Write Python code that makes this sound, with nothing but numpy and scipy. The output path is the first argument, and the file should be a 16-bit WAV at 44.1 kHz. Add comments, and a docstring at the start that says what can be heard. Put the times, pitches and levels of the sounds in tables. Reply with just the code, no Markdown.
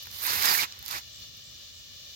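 """Hand scrapes and small wet ticks

A hand makes two gritty strokes close to the right microphone, each a dense run of tiny slips; the first
has harder catches and hoarse squeaks. Small wet ticks fall around the strokes.
Shallow water hisses, an insect chirps faintly and air rumbles on the microphones."""
import sys
import numpy as np
from scipy import signal
from scipy.fft import rfft, irfft
from scipy.io import wavfile
from scipy.ndimage import uniform_filter1d

SR = 44100
rng = np.random.default_rng(int(sys.argv[2]) if len(sys.argv) > 2 else 0)


def to_wav(s):
    """Save 16-bit WAV."""
    ch = np.atleast_2d(s).T  # columns
    pcm = np.round(np.clip(ch, -1, 1) * 32767)  # PCM
    wavfile.write(sys.argv[1], SR, pcm.astype(np.int16))


N = 94815
T = np.arange(N) / SR
FREQS = np.arange(N // 2 + 1) * SR / N


def hand_strokes(slips_per_s=2200, slip_decay_s=.00025, smooth_share=.66, judder_hz=219.3):
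    """Thousands of tiny slips a second roughen the rub of a slightly juddering hand."""
    # envelope of each stroke (time [s], relative level [dB], low rasp offset [dB], treble offset [dB])
    long_stroke = [(0, -68, -2, -1), (.09, -61, -3, -0.5), (.14, -51, -6, 3.5), (.204, -45, -5.5, 0),
                   (.238, -40.5, -1, 7.5), (.275, -33, -3.5, -3.5), (.325, -32.5, -3.5, -2),
                   (.406, -35, -1.5, .5), (.448, -27, -3.5, -1.5), (.492, -27, -3, -6.5),
                   (.548, -30.5, -3, 2.5), (.572, -34, -3, 1), (.612, -29, -5.5, -6),
                   (.642, -33, -1.5, -6.5), (.657, -46.5, 1.5, -9), (.672, -59, 0, -9)]
    short_stroke = [(.672, -61, 3, -11), (.82, -60.5, 1.5, -2), (.867, -46.5, -7, -8),
                    (.898, -43, -4.5, -8), (.917, -36.5, -5.5, -6.5), (.95, -38.5, 0, -7),
                    (.983, -41, -2.5, -4.5), (1.015, -59.5, 0, -6)]
    slips = rng.random(N) < slips_per_s / SR
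    slip_power = undb(.5 * np.minimum(rng.exponential(size=N), 5)) ** 2
    power = signal.lfilter([1], [1, -np.exp(-1 / (slip_decay_s * SR))], slips * slip_power)
    grain = np.sqrt(smooth_share + (1 - smooth_share) * power / power.mean())
    grain = unit(grain * undb(.07 * walk(judder_hz)))
    envelopes = 0
    for stroke in (long_stroke, short_stroke):
        times, db, rasp, treble = np.array(stroke).T
        envelopes += np.array([curve(times, db + offset) for offset in (rasp, -1, treble + 1)])
    return shifting_contact(contact_noise(envelopes * grain))


def shifting_contact(rub, steps=12, low_hz=500, high_hz=8000, flare_db=1.73, flares_per_s=75):
    """The contact keeps changing, so every band but the top one flares and fades on its own."""
    position = np.clip(np.log(FREQS / low_hz + 1e-9) / np.log(high_hz / low_hz), 0, 1) * steps
    spectrum = rfft(rub)
    bands = [irfft(spectrum * np.maximum(1 - np.abs(position - k), 0), N) for k in range(steps + 1)]
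    return bands[-1] + sum(band * unit(undb(flare_db * walk(flares_per_s))) for band in bands[:-1])


def contact_noise(envelopes, crossovers_hz=(3000, 8200), left_lag_s=.0004):
    """Friction noise under low, middle and treble envelopes; the left hears it late and scattered."""
    # colour of the rubbing (frequency [Hz], left gain [dB], right gain [dB])
    rub_eq = [(30, -31, -38), (100, -28, -13), (250, -22.5, -16.5), (415, -17.5, -13), (552, -21.5, -15.5),
              (930, -9, -2.5), (1350, -7, -1), (1550, -8.5, -3), (2020, -8, -1), (2700, -6.5, -6.5),
              (3150, -7.5, -8), (3740, -7, -1.5), (4630, -9.5, 1), (6270, -8, -6.5), (7050, -22.5, -4),
              (7830, -24, -11.5), (9200, -23.5, -8.5), (11370, -22, -3), (13350, -16.5, 4),
              (15800, -19, -7.5)]
    colour = response(rub_eq)
    coherence = .9 / np.sqrt(1 + (FREQS / 2340) ** 4)  # the two sides match only in the lows
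    lag = np.exp(-2j * np.pi * FREQS * left_lag_s)
    lows, below_treble = [1 / (1 + (FREQS / hz) ** 16) for hz in crossovers_hz]
    out = 0
    for envelope, share in zip(envelopes, (lows, np.abs(below_treble - lows), 1 - below_treble)):
        right, scattered = rfft(envelope * rng.standard_normal((2, N)))
        left = coherence * right * lag + np.sqrt(1 - coherence ** 2) * scattered
        band = colour * np.sqrt(share)
        out += irfft(np.array([left, right]) * band, N) / np.sqrt(np.mean(np.abs(band) ** 2) / 2)
    return out


def squeaks(width_hz=480, sag_per_s=1.7, left_db=-18):
    """The slips lock to one hoarse pitch, which sags as the squeak swells and fades."""
    # moments of locked slipping (start [s], length [s], starting pitch [Hz], relative level [dB])
    locks = [(0.454, 0.082, 5230, -31), (0.545, 0.011, 1900, -31.5), (0.582, 0.039, 2280, -31)]
    out = 0
    for start, length, hz, db in locks:
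        age = np.clip(T - start, 0, length)
        swell = np.sqrt(np.abs(np.sin(np.pi * age / length)))
        out += undb(db) * swell * rough_tone(hz * np.exp(-sag_per_s * age), width_hz)
    return 2 * out * undb([[left_db], [0]])


def grit_catches():
    """The sliding hand snags on grit with hard little clicks."""
    # snags, before the trim (time [s], low [dB], middle [dB], treble [dB])
    snags = [(.229, -51, -44, -30), (.267, -44, -44, -15.5), (.290, -37, -29, -32), (.3345, -49, -33, -18),
             (.360, -44, -40, -20), (.424, -56, -32, -15), (.455, -37, -16, -12), (.4585, -43, -27, -21),
             (.4975, -23, -25, -15), (.507, -38, -22, -28), (.541, -36, -40, -17), (.5505, -23, -23, -22),
             (.5795, -39, -19.5, -14), (.589, -30, -33, -35), (.642, -32, -37, -31)]
    return undb(-3.5) * clicks(snags, decay_s=.0013)


def wet_ticks():
    """Small wet ticks, with extra sparkle at the very top."""
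    # ticks (time [s], low [dB], middle [dB], treble [dB])
    ticks = [(.0255, -56, -45, -41.5), (.034, -60, -48, -37), (.057, -49, -49, -42), (.0705, -36, -48, -45),
             (.114, -60, -40, -43), (.186, -48, -46, -37), (.7235, -43, -34, -51), (.7905, -58, -48, -39),
             (.8265, -49, -44, -40), (.853, -56, -48, -39), (.861, -58, -35, -32), (.8805, -49, -33, -33),
             (.8885, -56, -41, -32), (.9115, -36, -29, -33), (1.203, -68, -62, -49.5),
             (1.37, -68, -62, -48)]
    return clicks(ticks, decay_s=.0015, sparkle_db=8.5)


def clicks(hits, decay_s, sparkle_db=0, sparkle_hz=14300, low_cut_hz=700):
    """Sudden bursts of contact noise, each with its own colour; grit is too small to thud."""
    envelopes = sum(undb(dbs)[:, None] * (T >= start) * np.exp(-np.abs(T - start) / decay_s)
                    for start, *dbs in hits)
    bursts = low_cut(contact_noise(envelopes), low_cut_hz)
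    shelf = undb(sparkle_db / (1 + (sparkle_hz / (FREQS + 1)) ** 10))
    return irfft(rfft(bursts) * shelf, N)


def shallow_water(flicker_db=.9, flickers_per_s=24.1, echo_s=.001688):
    """Flickering hiss, combed by reflections between close rock faces."""
    # colour of the hiss (frequency [Hz], left gain [dB], right gain [dB])
    hiss_eq = [(200, -20.5, -12), (360, -18.5, -13), (560, -21, -16.5), (970, -22, -22.5),
               (1560, -19, -15.5), (2380, -13.5, -13.5), (2650, -8.5, -11.5), (2820, -4, -8), (3820, 0, -3),
               (5340, -5.5, -6), (5880, -2.5, -6.5), (7380, -21, -9), (7730, -22, -18), (9600, -28.5, -24),
               (12500, -27.5, -18), (14500, -17.5, -14.5)]
    # slow drift of the water (time [s], relative level [dB])
    drift = [(0, -51.5), (.75, -54), (1.25, -53.5), (1.45, -55), (1.84, -55), (2.14, -53.5)]
    hiss = coloured_noise(hiss_eq) * undb(-flicker_db * walk(flickers_per_s))
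    bounce = .5 * np.exp(-2j * np.pi * FREQS * echo_s) / (1 + (FREQS / 4700) ** 4)  # duller each trip
    combed = unit(irfft(rfft(hiss) / (1 - bounce), N))
    times, db = np.array(drift).T
    return combed * undb(np.interp(T, times, db) + 5)


def insect(wing_strokes=5, pitch_hz=7400, sag_hz_per_s=180000, spacing_s=.013, width_s=.0026,
           left_db=-30):
    """Each chirp is a quick run of short wing strokes falling in pitch, off to the right."""
    # chirps (time [s], relative level [dB])
    chirps = [(1.134, -51), (1.443, -51.5), (1.741, -53)]
    out = np.zeros(N)
    for start, db in chirps:
        for k in range(wing_strokes):
            age = T - start - k * spacing_s
            near = np.abs(age) < 4 * width_s
            cycles = pitch_hz * age[near] - sag_hz_per_s * age[near] ** 2 / 2 + rng.random()
            out[near] += undb(db) * np.exp(-(age[near] / width_s) ** 2) * np.sin(2 * np.pi * cycles)
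    return 2 * out * undb([[left_db], [0]])


def air_rumble(floor_db=-61.5, puff_s=.036):
    """Air buffets the microphones in soft low puffs, partly shared by both sides."""
    # colour of the buffeting (frequency [Hz], left gain [dB], right gain [dB])
    rumble_eq = [(20, -60, -63), (37.4, -14, -14), (60, -18.5, -2), (87, -0.5, -2), (127, -13.5, -8),
                 (198, -29, -14), (430, -27.5, -31.5), (1470, -74, -97)]
    # puffs of air (peak time [s], level [dB])
    puffs = [(.11, -54.5), (.38, -51.5), (.80, -57), (.97, -58.5), (1.21, -57.5), (1.30, -59.5),
             (1.52, -61.5), (1.80, -62.5), (1.92, -57.5)]
    air = coloured_noise(rumble_eq)
    puff_power = sum(undb(db) ** 2 * np.exp(-((T - peak) / puff_s) ** 2) for peak, db in puffs)
    return unit(air + air.mean(0)) * np.sqrt(undb(floor_db) ** 2 + puff_power)


def undb(db):
    """Decibels to gain."""
    return 10 ** (np.asarray(db) / 20)


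def unit(x):
    """Scale to rms 1 (a stereo pair by its mid signal)."""
    return x / np.sqrt(np.mean(np.atleast_2d(x).mean(0) ** 2))


def walk(rate):
    """Smooth random motion of rms 1, with `rate` new values a second."""
    hold = max(int(SR / rate), 1)
    steps = np.repeat(rng.standard_normal(N // hold + 1), hold)
    return unit(uniform_filter1d(steps, hold)[:N])


def response(eq):
    """Minimum-phase stereo response from (frequency [Hz], left gain [dB], right gain [dB]) points."""
    hz, *sides = np.array(eq, float).T
    log_gain = np.log(undb([np.interp(np.log(FREQS + 1), np.log(hz), side) for side in sides]))
    causal_fold = np.r_[1, np.full(N // 2, 2), np.zeros(N - N // 2 - 1)]
    return np.exp(rfft(irfft(log_gain, N) * causal_fold))


def coloured_noise(eq):
    """Unrelated left and right noise of the given colour."""
    return unit(irfft(rfft(rng.standard_normal((2, N))) * response(eq), N))


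def curve(times, db):
    """Gain along a dB curve, silent outside it."""
    return undb(np.interp(T, times, db)) * (T >= times[0]) * (T <= times[-1])


def rough_tone(hz, width_hz):
    """A narrow band of noise, like a resonance kept ringing by random pushes."""
    phase = 2 * np.pi * np.cumsum(hz * np.ones(N)) / SR
    return unit(walk(width_hz) * np.cos(phase) + walk(width_hz) * np.sin(phase))


def low_cut(x, hz):
    """Roll off the bass at 12 dB an octave."""
    return signal.sosfilt(signal.butter(2, hz, "high", fs=SR, output="sos"), x)


def scene():
    """Scrapes and ticks up front, over a bed of water, air and insect."""
    hand = hand_strokes() + squeaks() + grit_catches()
    return hand + wet_ticks() + shallow_water() + air_rumble() + insect()


def record(dry):
    """The recorder cuts the deep bass and the very top."""
    high_cut = signal.ellip(12, .2, 80, 15950, fs=SR, output="sos")
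    return signal.sosfilt(high_cut, low_cut(dry, hz=42))


dry = scene()
out = record(dry)
to_wav(out)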